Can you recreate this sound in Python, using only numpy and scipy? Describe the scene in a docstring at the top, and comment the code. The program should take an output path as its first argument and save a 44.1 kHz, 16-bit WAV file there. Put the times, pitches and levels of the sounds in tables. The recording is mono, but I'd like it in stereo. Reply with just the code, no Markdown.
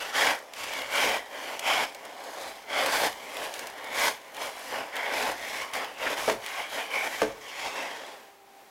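"""A plastic shovel works a snowy wooden deck a few metres away: hard shoves, light drags back.
From the first stroke its edge grinds on frozen grit, scoop and boards boom, snow hisses and ice ticks.
The scoop knocks on wood near 1 s and 3 s, clatters at 6.3 s and lands its hardest blow at 7.2 s.
A last drag fades and the shovel rests by 8.2 s, leaving the still winter air and faint far hum
that lie under it all."""
import sys
import numpy as np
from scipy import signal
from scipy.fft import rfft, irfft, next_fast_len
from scipy.io import wavfile
from scipy.ndimage import uniform_filter1d, map_coordinates

SR = 44100
rng = np.random.default_rng(int(sys.argv[2]) if len(sys.argv) > 2 else 0)


def wav_out(sig):
    """Save sig, one row per channel (or a flat mono array), as 16-bit PCM at SR to the path in sys.argv[1]."""
    wavfile.write(sys.argv[1], SR, np.round(np.clip(np.atleast_2d(sig).T, -1, 1) * 32767).astype(np.int16))


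N = 383669

# the scoop hits and rebounds on wood, levels relative: start_s, blow_db, crack_offset_db, bass_weight_db
KNOCKS = [(1.057, -20.5, -5, 8), (3.035, -19, -4, 0), (6.278, -13, -8, -7), (6.287, -12.5, -9, -5),
          (6.298, -18, 2, 1), (6.312, -21, -10, -3), (6.329, -28, -17, -4), (7.218, -8.5, -8, 0.5),
          (7.231, -14, -9, 0)]


def shovelling():
    """The gesture as edge, boom and hiss levels in dB: shoves and drags over a light slide."""
    # hard forward shoves: start_s, length_s, rise_s, mid_stroke_edge_db, swell_db,
    # boom_offset_db, hiss_offset_db (both from the edge), hiss_growth_db
    shoves = [(0.115, 0.2, 0.07, -25.5, 0.5, -3.5, -7.5, -3), (0.864, 0.31, 0.23, -24, -16, -3.5, -6.5, -7),
              (1.592, 0.254, 0.15, -25, -8, -4, -9, -2.5), (2.643, 0.255, 0.2, -26.5, -4, -2, -10.5, 5.5),
              (2.86, 0.21, 0.091, -29.5, 1, -0.5, -2.5, -3), (3.875, 0.21, 0.16, -30, 4.5, -1.5, -3.5, 2.5),
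              (4.9, 0.25, 0.061, -35.5, 1.5, -0.5, -12.5, 3), (5.11, 0.21, 0.075, -34, -1, 1.5, -3.5, -4),
              (5.93, 0.21, 0.14, -34, 0, 0.5, -9.5, 4), (6.15, 0.17, 0.031, -35, -8, -3.5, -5, 9),
              (6.875, 0.2, 0.082, -34, -1, -0.5, -8, 6)]
    # light pull-backs and short sweeps: same columns as the shoves
    drags = [(0.0, 0.088, 0.004, -36, -2.5, -4.5, -7, 1.0), (0.514, 0.3, 0.097, -38, 3, -4, -4, -5.5),
             (1.236, 0.317, 0.14, -43, 3.5, 2, -6, 2), (1.915, 0.56, 0.072, -49.5, 8, 6, -4.5, 11),
             (3.135, 0.32, 0.0056, -45.0, 11, 1.5, -4.0, 0.5), (3.453, 0.24, 0.12, -45.5, 0.5, 3, -1.5, -9),
             (3.711, 0.29, 0.078, -43.5, 7, 2, -10.5, -3), (4.308, 0.14, 0.13, -40, 1.5, 2, -3.5, 5),
             (4.505, 0.2, 0.075, -45, 2.5, -0.5, -2.5, 2.5), (4.654, 0.14, 0.12, -36, 0, 2.5, -10.5, -3),
             (5.317, 0.306, 0.12, -39.5, 4, -1.5, -5, -1.5), (5.721, 0.12, 0.034, -36, -4, 1.5, -6.5, -8),
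             (6.377, 0.236, 0.096, -39, 5.5, -8, -7, -4), (6.679, 0.12, 0.062, -37.0, 5.5, -1, -4.5, -8),
             (7.066, 0.14, 0.08, -38, -3.5, -3.0, -3.0, 1), (7.378, 0.3, 0.05, -43.5, 18.5, -5.5, -4.5, -5),
             (7.693, 0.46, 0.098, -42, -14.5, 2, -6.5, 2)]
    # the blade sliding between strokes: edge_db, boom_db, hiss_db
    slide_db = (-55.5, -51, -59)
    rest_s, stopping_s = 8.22, 0.15
    moving = np.clip((rest_s - np.arange(N) / SR) / stopping_s, 1e-3, 1)
    slide = amp(slide_db)[:, None] ** 2 * moving
    forward = strokes(shoves, lift_db=3, release_db_per_s=229, boom_growth_db=3.1)
    back = strokes(drags, lift_db=0.88, release_db_per_s=109, boom_growth_db=1.8)
    return 10 * np.log10(forward + back + slide)


def strokes(rows, lift_db, release_db_per_s, boom_growth_db):
    """Power of edge, boom and hiss: each stroke bites, swells or sags, and is let go."""
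    lift_s = 0.014  # the blade leaves the boards
    t, power = np.arange(N) / SR, np.zeros((3, N))
    for start, length, rise, edge_db, swell_db, boom_db, hiss_db, hiss_growth_db in rows:
        near = (t >= start) & (t < start + length + .5)
        age = t[near] - start
        travel = np.minimum(age / length, 1) - .5  # zero at mid-stroke
        bite = np.sin(np.pi / 2 * np.minimum(age / rise, 1)) ** 2
        after = np.maximum(age - length, 0)
        drop_db = lift_db * np.minimum(after / lift_s, 1) + release_db_per_s * after
        edge = bite * amp(edge_db + swell_db * travel - drop_db)
        boom = edge * amp(boom_db + boom_growth_db * travel)  # grows as snow gathers in the scoop
        hiss = edge * amp(hiss_db + hiss_growth_db * travel)
        power[:, near] += np.array([edge, boom, hiss]) ** 2
    return power


def scrape(edge_db, boom_db, hiss_db):
    """The edge catches and slips on grit, shaking the scoop and spraying snow."""
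    # hollow boom of the scoop: freq_hz, gain_db
    scoop_eq = [(60, -53), (125, -24.5), (165, -22.5), (250, -10), (350, -8.5), (500, -3.5), (700, 3),
                (950, 2), (1250, -9.5), (1800, -7), (4000, -58)]
    # rasp of the edge: freq_hz, gain_db
    edge_eq = [(300, -36.5), (800, -4), (1300, -1.5), (2100, 0), (2550, -3.5), (3300, -4), (4000, -16.5),
               (6000, -23.5), (12000, -32)]
    speed = amp((edge_db - edge_db.max()) / 2)
    judder_db = 0.3 * wobble(16) + 0.54 * wobble(45) + .5 * wobble(170)  # jolts of the whole blade
    scoop_force = grit(speed, rate_hz=2500, spread_db=1.5, friction=0.96, drift_db=1.03)
    scoop = stereo(flexing(scoop_force, bend=0.008), scoop_eq)
    edge_force = grit(speed, rate_hz=4000, spread_db=2.5, friction=0.95, drift_db=2.5)
    edge = stereo(flexing(edge_force, bend=0.014), edge_eq)
    body = amp(boom_db - 0.83) * scoop + amp(edge_db + 0.52) * edge
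    return amp(judder_db) * (body + amp(hiss_db - 1.35) * snow(speed))


def grit(speed, rate_hz, spread_db, friction, drift_db):
    """Tiny fractures, up to twice as dense at speed, over smooth sliding friction."""
    chance = np.clip(rate_hz * (1 + speed) / SR, 1e-4, 1)
    sizes = amp(spread_db * np.clip(rng.standard_normal(N), -2, 2))
    fractures = (rng.random(N) < chance) * sizes / np.sqrt(chance)
    return wandering(unit(fractures * noise()) + friction * noise(), drift_db)


def wandering(pair, drift_db):
    """The contact wanders along the edge, so the colour drifts in patches."""
    bands = signal.stft(pair, nperseg=1024)[2]
    patches = rng.standard_normal(bands.shape[1:])
    for _ in range(2):
        patches = uniform_filter1d(uniform_filter1d(patches, size=5, axis=0), size=11, axis=1)
    return signal.istft(bands * amp(drift_db * unit(patches)), nperseg=1024)[1][:, :N]


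def flexing(force, bend):
    """The blade bends under changing pressure, blending a lower and a higher tuning of the scoop."""
    slack = filtered(force, lambda hz: scoop_resonance(hz / (1 - bend)))
    taut = filtered(force, lambda hz: scoop_resonance(hz / (1 + bend)))
    pressure = .5 + .5 * np.tanh(2 * wobble(8))
    return (1 - pressure) * slack + pressure * taut


def scoop_resonance(hz):
    """Response of the plastic scoop: each resonance shapes its own band."""
    # modes of the scoop pressed on the deck: pitch_hz, width_hz, gain_db
    modes = [(219, 40, 0.5), (280, 56, 5), (436, 28, 5), (543, 79, 6), (730, 52, -0.5), (1100, 95, 4),
             (1525, 230, 3.5), (1857, 69, 2.5), (2015, 71, 3.5), (2253, 160, 6.5), (3110, 470, 3),
             (5150, 660, 10.5)]
    bells = [1 + (amp(db) - 1) * 1j * hz * width / (pitch ** 2 - hz ** 2 + 1j * hz * width)
             for pitch, width, db in modes]
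    return np.prod(bells, axis=0)


def snow(speed):
    """Loose snow hisses off the blade with a fine spray of powder and a crackling crust."""
    # hiss of loose snow: freq_hz, gain_db
    snow_eq = [(1500, -11), (3500, 2.5), (5200, -0.5), (6800, -2), (8400, -8.5), (11000, -12.5),
               (15800, -27)]
    # sheen of the finest spray: freq_hz, gain_db
    spray_eq = [(4000, -16), (8400, -2), (10200, 1.5), (11500, -1.5), (13000, -0.5), (15800, -10)]
    # level of that spray as the shovelling goes on: time_s, relative_db
    spray_level = [(0, -10), (0.25, -5.5), (0.7, -8.5), (1.05, -5.5), (1.5, -5), (1.8, -7.5), (2.8, -6),
                   (3.6, -4.5), (4.05, -5.5), (4.8, -4.5), (5.2, -6), (6.1, -5.5), (6.55, -4.5), (7, -5),
                   (7.6, -11.5), (8.1, -11)]
    loose = stereo(grit(speed, rate_hz=4000, spread_db=2.5, friction=1, drift_db=1.9), snow_eq)
    spray = stereo(grit(speed, rate_hz=5300, spread_db=9, friction=1, drift_db=1.0), spray_eq)
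    spray_db = np.interp(np.arange(N) / SR, *np.transpose(spray_level)) - 0.5
    crackle = crust(rate_hz=57, size=0.9, decay_s=0.0052) ** (1 - speed / 2)  # stands out in slow drags
    return crackle * (loose + amp(spray_db) * spray)


def crust(rate_hz, size, decay_s):
    """A crust of crystals gives way: the gain leaps and falls back within milliseconds."""
    leaps = (rng.random(N) < rate_hz / SR) * size * rng.random(N) ** 2
    return 1 + signal.lfilter([1], [1, -np.exp(-1 / (decay_s * SR))], leaps)


def catches():
    """The edge grabs for a moment and chatters in one narrow band."""
    # grabs of the edge: peak_s, level_db, pitch_hz, half_width_hz, length_s
    grabs = [(3.435, -41, 700, 200, 0.11), (6.074, -26.5, 1770, 600, 0.017), (6.6, -34, 740, 130, 0.03),
             (7.49, -43.5, 2970, 250, 0.033), (7.662, -34, 840, 200, 0.037)]
    out, t = np.zeros((2, N)), np.arange(N) / SR
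    for peak, db, pitch, width, length in grabs:
        chatter = filtered(rng.standard_normal(N), lambda hz: 1 / (1 + ((hz - pitch) / width) ** 2))
        out += amp(db) * np.exp(-2 * ((t - peak) / length) ** 2) * unit(chatter)
    return out


def knocks():
    """Every blow rings the wood at new strengths, with a crunch of packed snow."""
    # ring of scoop and wood before the snow damps it: pitch_hz, relative_db, t60_s
    wood_modes = [(119, -36, .3), (218, -13, 0.16), (251, -18, 0.16), (309, -9.5, 0.36), (435, -2.5, 0.47),
                  (458, -8.5, 0.17), (530, 3, 0.085), (616, 1, 0.081), (664, 1.5, 0.096), (808, -17, 0.16),
                  (884, -5, 0.12), (1067, -11, 0.12), (1190, -16, .1), (1584, -21, 0.14)]
    packed_eq = [(100, -15), (400, 6.5), (1800, 5.5), (4000, -6.0), (6000, -7), (15000, -23)]
    bass_hz = 280  # modes below this follow the weight of the blow
    ring, crunch, t = np.zeros(N + SR), np.zeros((2, N + SR)), np.arange(SR // 2) / SR
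    hz, mode_db, t60 = np.transpose(wood_modes)[:, :, None]
    polarity = (-1) ** np.arange(len(hz))[:, None]  # neighbouring modes swing against each other
    attack = 1 - np.exp(-t / 0.0011)
    damping = amp(-60 * t / 0.11) + amp(-11.5)  # the scoop settles into the snow
    crack = amp(-60 * t / 0.027) + amp(-13.5 - 60 * t / 0.27)
    for start, db, crack_db, weight_db in KNOCKS:
        strength_db = mode_db + weight_db * (hz < bass_hz) + 0.44 * rng.standard_normal(hz.shape)
        phase = 1.43 * polarity + 1.36 * rng.standard_normal(hz.shape)
        modes = amp(strength_db - 60 * t / t60) * np.sin(2 * np.pi * hz * t + phase)
        place(ring, start, amp(db - 12) * modes.sum(0) * damping * attack)
        place(crunch, start, amp(db + crack_db) * crack * noise(len(t)))
    return ring[:N] + amp(-4.5) * coloured(crunch[:, :N], packed_eq)


def ice_ticks():
    """Each bit of ice snaps brightly and makes the blade clack."""
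    # ice cracking under the edge, levels relative: start_s, snap_db, clack_offset_db
    cracks = [(0.3884, -34, -13.5), (0.536, -29.5, -3.5), (0.6394, -27.5, -17), (0.7356, -34, 7),
              (0.818, -32.5, 4.5), (1.5936, -20.5, -7), (1.9473, -29.5, -7), (2.052, -32, -10),
              (2.2394, -33, -8.5), (2.861, -18, -4), (3.127, -31, -3), (3.369, -31, 3), (3.539, -25, -8),
              (3.5925, -21.5, -17), (3.6704, -24.5, -16), (3.7, -32.5, -13), (3.8427, -31, -12),
              (4.3465, -33, -7), (4.3676, -33, -2), (4.9563, -31, -2), (4.966, -30, 3.5), (5.736, -23, -4),
              (5.845, -34, 0), (6.4457, -32, -7), (6.4627, -24, -7), (7.651, -35, -2)]
    ice_eq = [(1500, -24), (4500, 2), (9000, 0.5), (15000, -8)]
    blade_eq = [(300, -23), (1400, -7), (2400, 1), (3200, 2), (6000, -17)]
    snaps, clacks, t = np.zeros((2, N + SR)), np.zeros((2, N + SR)), np.arange(SR // 10) / SR
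    snap = amp(-60 * t / 0.025) + amp(-22 - 60 * t / .06)
    clack = amp(-60 * t / .028)
    for start, db, clack_db in cracks:
        place(snaps, start, amp(db - 11) * snap * noise(len(t)))
        place(clacks, start, amp(db + clack_db - 2) * clack * noise(len(t)))
    return coloured(snaps[:, :N], ice_eq) + coloured(clacks[:, :N], blade_eq)


def deck(boom_db):
    """The boards drone under the pressed blade; the joists rumble under shifting feet and knocks."""
    # weight shifting from foot to foot: start_s, rumble_db
    steps = [(0.6, -61), (0.78, -62), (1.061, -71), (2.44, -67.5), (3.61, -67), (4.02, -70), (4.72, -63),
             (5.14, -60.5), (5.26, -58), (6.18, -57)]
    # low rumble of the joists: freq_hz, gain_db
    joist_eq = [(20, -16), (44, 9), (70, 1), (125, 6.5), (200, -14), (500, -40)]
    # drone of the boards: freq_hz, gain_db
    board_eq = [(25, -13), (45, -13), (85, -6), (120, 13.5), (150, -12), (220, -23), (400, -60)]
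    thump_offset_db, drone_offset_db, still_db = -45, -38, -83
    feet = sum(shudder(start, db, rise_s=0.015, t60_s=0.87) for start, db in steps)
    thumps = sum(shudder(start, db + weight_db + thump_offset_db, rise_s=0.028, t60_s=0.6)
                 for start, db, _, weight_db in KNOCKS)
    joists = np.sqrt(feet + thumps + amp(still_db) ** 2) * stereo(noise(), joist_eq)
    return joists + amp(boom_db + drone_offset_db) * stereo(noise(), board_eq)


def shudder(start_s, db, rise_s, t60_s):
    """Power of the joists after a load: a quick build-up and a slow decay."""
    age = np.maximum(np.arange(N) / SR - start_s, 0)
    return (np.minimum(age / rise_s, 1) * amp(db - 60 * np.maximum(age - rise_s, 0) / t60_s)) ** 2


def yard_echo(pair):
    """Railing and house wall answer with a short tail, treble dying first."""
    # decay of the reflections: freq_hz, t60_s
    decay = [(200, 0.33), (1000, 0.39), (4000, 0.17), (12000, 0.21)]
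    hz, t, bands = signal.stft(noise(SR // 2), SR, nperseg=256)
    tail = signal.istft(bands * amp(-60 * t / along(decay, hz)[:, None]), SR, nperseg=256)[1]
    send = np.pad(pair.mean(0), (round(.008 * SR), 0))  # 8 ms pre-delay
    wet = signal.fftconvolve(send[None], tail / np.linalg.norm(tail[0]), axes=1)[:, :N]
    return coloured(wet, [(100, 2.0), (15000, -7.0)])


def winter_air():
    """Still air: a soft bed of noise whose level flickers slightly."""
    # tone of the open air: freq_hz, gain_db
    air_eq = [(25, -24), (120, -15), (200, -2.5), (330, 1), (420, 4), (540, 3), (800, 8), (1100, 2.5),
              (1400, 0), (2100, -1), (5000, -8.5), (9000, -12.5), (15800, -12.5)]
    return amp(-54 + 1.5 * wobble(10)) * stereo(noise(), air_eq)


def far_hum():
    """A far machine hums faintly, wavering in pitch and level."""
    # partials of the machine: pitch_hz, level_db
    partials = [(398, -64), (792, -58)]
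    waver_db = 3.5
    warped_s = np.cumsum(1 + 0.00302 * wobble(8) + 0.0051 * wobble(90)) / SR
    return sum(amp(db + waver_db * wobble(21)) * np.sin(2 * np.pi * hz * warped_s) for hz, db in partials)


def stereo(pair, eq):
    """Two unrelated signals become left and right, shaped by eq (freq_hz, gain_db), the mid at rms 1."""
    # how alike the two sides are: freq_hz, correlation
    likeness = [(100, 1), (250, 0.93), (850, 0.82), (1080, 0.6), (1350, 0.1), (1700, .55), (2200, 0.7),
                (2700, 0.42), (3200, 0.5), (4400, 0.4), (6500, 0.66), (10500, 0.47), (15000, 0.33)]

    def mid_side(hz):
        width = np.arccos(np.clip(along(likeness, hz), -1, .975)) / 2
        return amp(along(eq, hz)) * [np.cos(width), np.sin(width)]

    mid, side = filtered(pair, mid_side)
    return np.array([mid + side, mid - side]) / np.std(mid)


def coloured(pair, eq):
    """Stereo colour with the mid at the level of the input."""
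    return np.std(pair) * stereo(pair, eq)


def filtered(x, response):
    """x through a response given as a function of frequency."""
    size = next_fast_len(N + SR // 2)
    return irfft(rfft(x, size) * response(np.fft.rfftfreq(size, 1 / SR)), size)[..., :N]


def along(points, hz):
    """Read (freq_hz, value) points on a log frequency axis."""
    freqs, values = np.transpose(points)
    return np.interp(np.log(hz + 1), np.log(freqs + 1), values)


def wobble(rate_hz):
    """A smooth random curve with rate_hz knots a second."""
    knots = rng.standard_normal(int(N * rate_hz / SR) + 4)
    return map_coordinates(knots, [np.arange(N) * rate_hz / SR])


def noise(samples=N):
    """Two unrelated channels of white noise."""
    return rng.standard_normal((2, samples))


def place(track, start_s, sound):
    """Mix a sound into a track."""
    track[..., round(start_s * SR):][..., :sound.shape[-1]] += sound


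def amp(db):
    """Decibels to gain."""
    return 10 ** (np.asarray(db) / 20)


def unit(x):
    """Scale to rms 1."""
    return x / np.sqrt(np.mean(x ** 2) + 1e-20)


def scene():
    """The shovel on the deck, the echo of its ticks and knocks, and the open air."""
    edge_db, boom_db, hiss_db = shovelling()
    hits = ice_ticks() + knocks()
    shovel = scrape(edge_db, boom_db, hiss_db) + catches() + hits
    return shovel + amp(-11) * yard_echo(hits) + deck(boom_db) + winter_air() + far_hum()


def record(dry):
    """The housing shades each microphone differently; nothing passes above the band limit."""
    # shading of the two sides: freq_hz, left_minus_right_db
    balance = [(200, -0.4), (500, -1.3), (750, -3.5), (1100, -3.8), (1300, -5.5), (2050, 2), (2450, -1),
               (2850, 1.5), (4300, -3), (6600, 0), (7600, -2), (11500, 3.5), (15000, 1)]
    top_hz = 15870
    shaded = filtered(dry, lambda hz: amp(along(balance, hz) * np.array([[.5], [-.5]])))
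    return filtered(shaded, lambda hz: hz < top_hz)


dry = scene()
out = record(dry)
wav_out(out)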